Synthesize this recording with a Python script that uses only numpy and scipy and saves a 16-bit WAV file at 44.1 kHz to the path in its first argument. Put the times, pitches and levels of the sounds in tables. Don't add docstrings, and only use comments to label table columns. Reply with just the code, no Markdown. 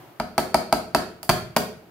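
import sys
import numpy as np
from scipy import signal
from scipy.fft import rfft, irfft
from scipy.io import wavfile
from scipy.ndimage import uniform_filter1d

SR = 44100
rng = np.random.default_rng(int(sys.argv[2]) if len(sys.argv) > 2 else 0)


def transcribe(signal):
    frames = np.atleast_2d(signal).T
    limited = np.clip(frames, -1, 1)
    pcm = np.round(limited * 32767).astype(np.int16)
    wavfile.write(sys.argv[1], SR, pcm)


N = 83790
BASS_ALIKE = 0.92
CONTACT_SHARED_HZ, ROOM_SHARED_HZ = 2310, 830
RIGHT_LAG_S = 0.00005
DETUNE = 0.0011


def undb(db):
    return 10 ** (np.asarray(db) / 20)


def curve(points, hz, axis=1):
    p = np.array(points, float)
    return np.interp(np.log(hz + 1e-9), np.log(p[:, 0]), p[:, axis])


def noise(size, shared_hz):
    hz = np.fft.rfftfreq(size, 1 / SR)
    alike = np.clip(BASS_ALIKE, 0, 1) / (1 + (hz / shared_hz) ** 2)
    mid, side = rfft(rng.standard_normal((2, size)))
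    mid = mid * np.sqrt((1 + alike) / 2)
    side = side * np.sqrt((1 - alike) / 2)
    return irfft(np.array([mid + side, mid - side]), size)


def colour(x, points, tilt_db=0, size=2048):
    hz = np.fft.rfftfreq(size, 1 / SR)
    db = curve(points, hz) + tilt_db * np.log2(np.maximum(hz, 2000) / 2000)
    cepstrum = irfft(np.log(undb(db)))
    cepstrum[1:size // 2] *= 2
    cepstrum[size // 2 + 1:] = 0
    response = irfft(np.exp(rfft(cepstrum)))
    return signal.fftconvolve(x, response[None], axes=1)[:, :x.shape[1]]


def even(x, width_hz):
    size = 2 * x.shape[1]
    spectrum = rfft(x, size)
    power = np.mean(np.abs(spectrum) ** 2, axis=0)
    smooth_power = uniform_filter1d(power, int(width_hz * size / SR))
    return irfft(spectrum / np.sqrt(np.abs(smooth_power) + 1e-12), size)[:, :x.shape[1]]


def fade(t, t60):
    return np.exp(-np.log(1000) * t / t60)


def ring(t, modes, push_s):
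    t = np.maximum(t - np.array([[0], [RIGHT_LAG_S]]), 0)
    scatter = 1 + DETUNE * rng.standard_normal(len(modes))
    waves = 0
    for k, (hz, t60, db) in enumerate(modes):
        wave = np.sin(2 * np.pi * hz * scatter[k] * t)
        waves = waves + (-1) ** k * undb(db) * fade(t, t60) * wave
    return waves * (1 - np.exp(-t / push_s))


def add(track, start, sound):
    i = int(start * SR)
    track[:, i:i + sound.shape[1]] += sound[:, :N - i]


# (pitch [Hz], relative level [dB])
HUSH_COLOUR = [(20, -30), (50, -33), (125, -6), (200, -16.5), (350, -5.5), (480, -19), (700, -11),
               (1200, -18), (2800, -26.5), (8000, -38.5), (16000, -30.5)]
# (time [s], level [dB])
HUSH_LOUDNESS = [(0, -45.5), (.18, -51.5), (1.2, -53), (1.9, -52.5)]


def hush():
    gain = undb(curve(HUSH_COLOUR, np.fft.rfftfreq(N, 1 / SR)))
    x = irfft(rfft(noise(N, ROOM_SHARED_HZ)) * gain, N)
    level_db = np.interp(np.arange(N) / SR, *np.array(HUSH_LOUDNESS).T)
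    return x / x.std() * undb(level_db)


# (pitch [Hz], level against the direct sound [dB], time to fade by 60 dB [s])
REFLECTIONS = [(59, -6, 0.84), (180, -1, 0.47), (432, 2.5, 0.55), (756, -11.5, 0.39), (1400, -5, 0.46),
               (2310, -6, 0.49), (4560, -4, 0.41), (7900, -4.5, .38), (15200, -3.5, 0.29)]
ROOM_DELAY_S, ROOM_BUILD_S = 0.0031, 0.002


def kitchen(dry):
    t = np.arange(SR * 3 // 4) / SR
    hz = np.fft.rfftfreq(len(t), 1 / SR)
    wash = rfft(noise(len(t), ROOM_SHARED_HZ))
    centres = np.log([row[0] for row in REFLECTIONS])
    build = 1 - np.exp(-np.maximum(t - ROOM_DELAY_S, 0) / ROOM_BUILD_S)
    tail = 0
    for (_, _, t60), band in zip(REFLECTIONS, np.eye(len(REFLECTIONS))):
        band_gain = np.interp(np.log(hz + 1), centres, band)
        tail = tail + irfft(wash * band_gain, len(t)) * fade(t, t60)
    echoes = even(build * tail, 60) * build
    response = colour(echoes, REFLECTIONS)
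    return signal.fftconvolve(dry, response, axes=1)[:, :N]


# (pitch [Hz], time to fade by 60 dB [s], relative level [dB])
ROOM_MODES = [(81.6, 0.67, -37.5), (139, 0.56, -47.5), (176.2, 0.81, -35.5), (212.6, 0.42, -37),
              (396, 0.29, -42), (626, 0.43, -22.5), (724.6, 0.33, -21)]


def standing_waves():
    t = np.arange(SR * 3 // 5) / SR
    return ring(t, ROOM_MODES, 0.028)


# (pitch [Hz], time to fade by 60 dB [s], relative level [dB])
TABLE_MODES = [(55, 0.29, -38), (151.2, 0.053, -26), (236, 0.044, -19), (280.4, 0.038, -23.5),
               (400.6, 0.046, -31)]


def table_thud(t):
    return ring(t, TABLE_MODES, 0.0005)


# (pitch [Hz], relative level [dB])
RATTLE_COLOUR = [(200, 7), (700, 8.5), (1500, 2), (2400, -4), (3500, -5.5), (4200, -17.5), (4650, -1),
                 (5300, -12), (8000, -16), (11000, -14), (15000, -13.5)]
RATTLE_DB, RATTLE_T60_S = -18, 0.11
GRAIN_DB, GRAIN_S = -6.5, 0.00156


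def grain(size):
    db = GRAIN_DB * rng.standard_normal(size)
    gain = undb(np.interp(np.arange(size) / SR / GRAIN_S, np.arange(size), db))
    return gain / np.sqrt(np.mean(gain ** 2))


def wall_rattle(t, bright_db):
    bursts = noise(len(t), CONTACT_SHARED_HZ) * grain(len(t)) * fade(t, RATTLE_T60_S)
    return undb(RATTLE_DB) * colour(bursts, RATTLE_COLOUR, bright_db)


# (pitch [Hz], time to fade by 60 dB [s],
#                        relative level with can upright [dB], relative level with can tipped [dB])
METAL_MODES = [(605, 0.026, -9.5, -11), (654.6, 0.061, -4.5, -12), (823, 0.031, -1, -21),
               (940, 0.059, -14, -13), (1130, 0.02, -68, -14), (1198, 0.048, -33, -15),
               (1304.7, 0.053, -16.5, -26), (1340, 0.074, -29, -26), (1675, 0.028, -39, -27),
               (1607, 0.045, -12.5, -48), (2004, 0.033, -21, -44.5), (2308, 0.025, -23, -43.5),
               (2260, 0.0065, -42, -32.5), (2470, 0.014, -34, -21), (3200, 0.066, -48, -47),
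               (4580, 0.029, -18, -52), (4790, 0.018, -21, -16)]


def metal_ring(t, tipped):
    modes = [(hz, t60, up + tipped * (tip - up)) for hz, t60, up, tip in METAL_MODES]
    return ring(t, modes, 0.00022)


# (pitch [Hz], relative level [dB])
CRACK_COLOUR = [(200, -21), (700, -43), (1300, -11.5), (2300, 1.5), (3500, -10), (4200, -0.5), (4650, 3),
                (5300, -8.5), (8000, -10.5), (11000, -8.5), (15000, -18)]
CRACK_DB, CRACK_T60_S = -2.5, 0.02
SNAP_DB, SNAP_S, SNAP_AT_S = -2.5, 0.00017, 0.0004


def contact_crack(t, bright_db):
    u = (t - SNAP_AT_S - np.array([[0], [RIGHT_LAG_S]])) / SNAP_S
    snap = -undb(SNAP_DB) * u * np.exp((1 - u ** 2) / 2)
    envelope = fade(t, CRACK_T60_S)
    burst = even(noise(len(t), CONTACT_SHARED_HZ) * envelope, 500)
    crack = undb(CRACK_DB) * colour(burst, CRACK_COLOUR, bright_db) * np.linalg.norm(envelope)
    return snap + crack


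def knock(ring_db, crack_db, thud_db, rattle_db, bright_db, tipped):
    t = np.arange(SR // 5) / SR
    metal = undb(ring_db) * metal_ring(t, np.clip(tipped, 0, 1))
    thud = undb(thud_db) * table_thud(t)
    crack = undb(crack_db) * contact_crack(t, bright_db)
    rattle = undb(rattle_db) * wall_rattle(t, bright_db)
    return metal + thud + crack + rattle


# (time [s], level [dB], ring [dB], crack [dB], thud [dB], rattle [dB],
#                                contact brightness [dB per octave], can tipped [0-1])
KNOCK_TIMES = [(.1993, -8, 1.5, -3.5, 7, 2, -2, 0.63), (0.3798, -5, 3, 0, 7.5, 5.5, 1, 0.38),
               (0.5439, -4, 7.5, 1, 8.5, 0.5, 0.5, 0.52), (0.7256, -3, 4, 0, 5.5, 2.5, 0.5, 0.34),
               (0.9479, -3, 4, 2.5, 7.5, 6, -0.4, 0.56), (1.2928, 1, 0, -1.5, 3.5, 6.5, 0.57, 1),
               (1.5641, -2, 4, -5, 0, 5.5, 2.15, 0.96)]
# (time [s], level [dB], ring [dB], crack [dB],
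#                 thud [dB], rattle [dB], contact brightness [dB per octave], can tipped [0-1])
LIGHT_TOUCH = [(1.2302, -23.5, -3, -5, -35, 6, 6.5, .5)]


def scene():
    dry, boom = np.zeros((2, 2, N))
    for start, db, *blow in KNOCK_TIMES + LIGHT_TOUCH:
        add(dry, start, undb(db) * knock(*blow))
        add(boom, start, undb(db) * standing_waves())
    return dry + kitchen(dry) + boom + hush()


LOW_CUT_HZ, TOP_HZ = 38, 15500
CEILING = 1.15


def record(dry):
    low_cut = signal.butter(3, LOW_CUT_HZ, "high", fs=SR, output="sos")
    top_cut = signal.ellip(8, .2, 80, TOP_HZ, fs=SR, output="sos")
    x = signal.sosfilt(low_cut, dry)
    rounded = CEILING * np.tanh(x / CEILING)
    return signal.sosfilt(top_cut, rounded)


dry = scene()
out = record(dry)
transcribe(out)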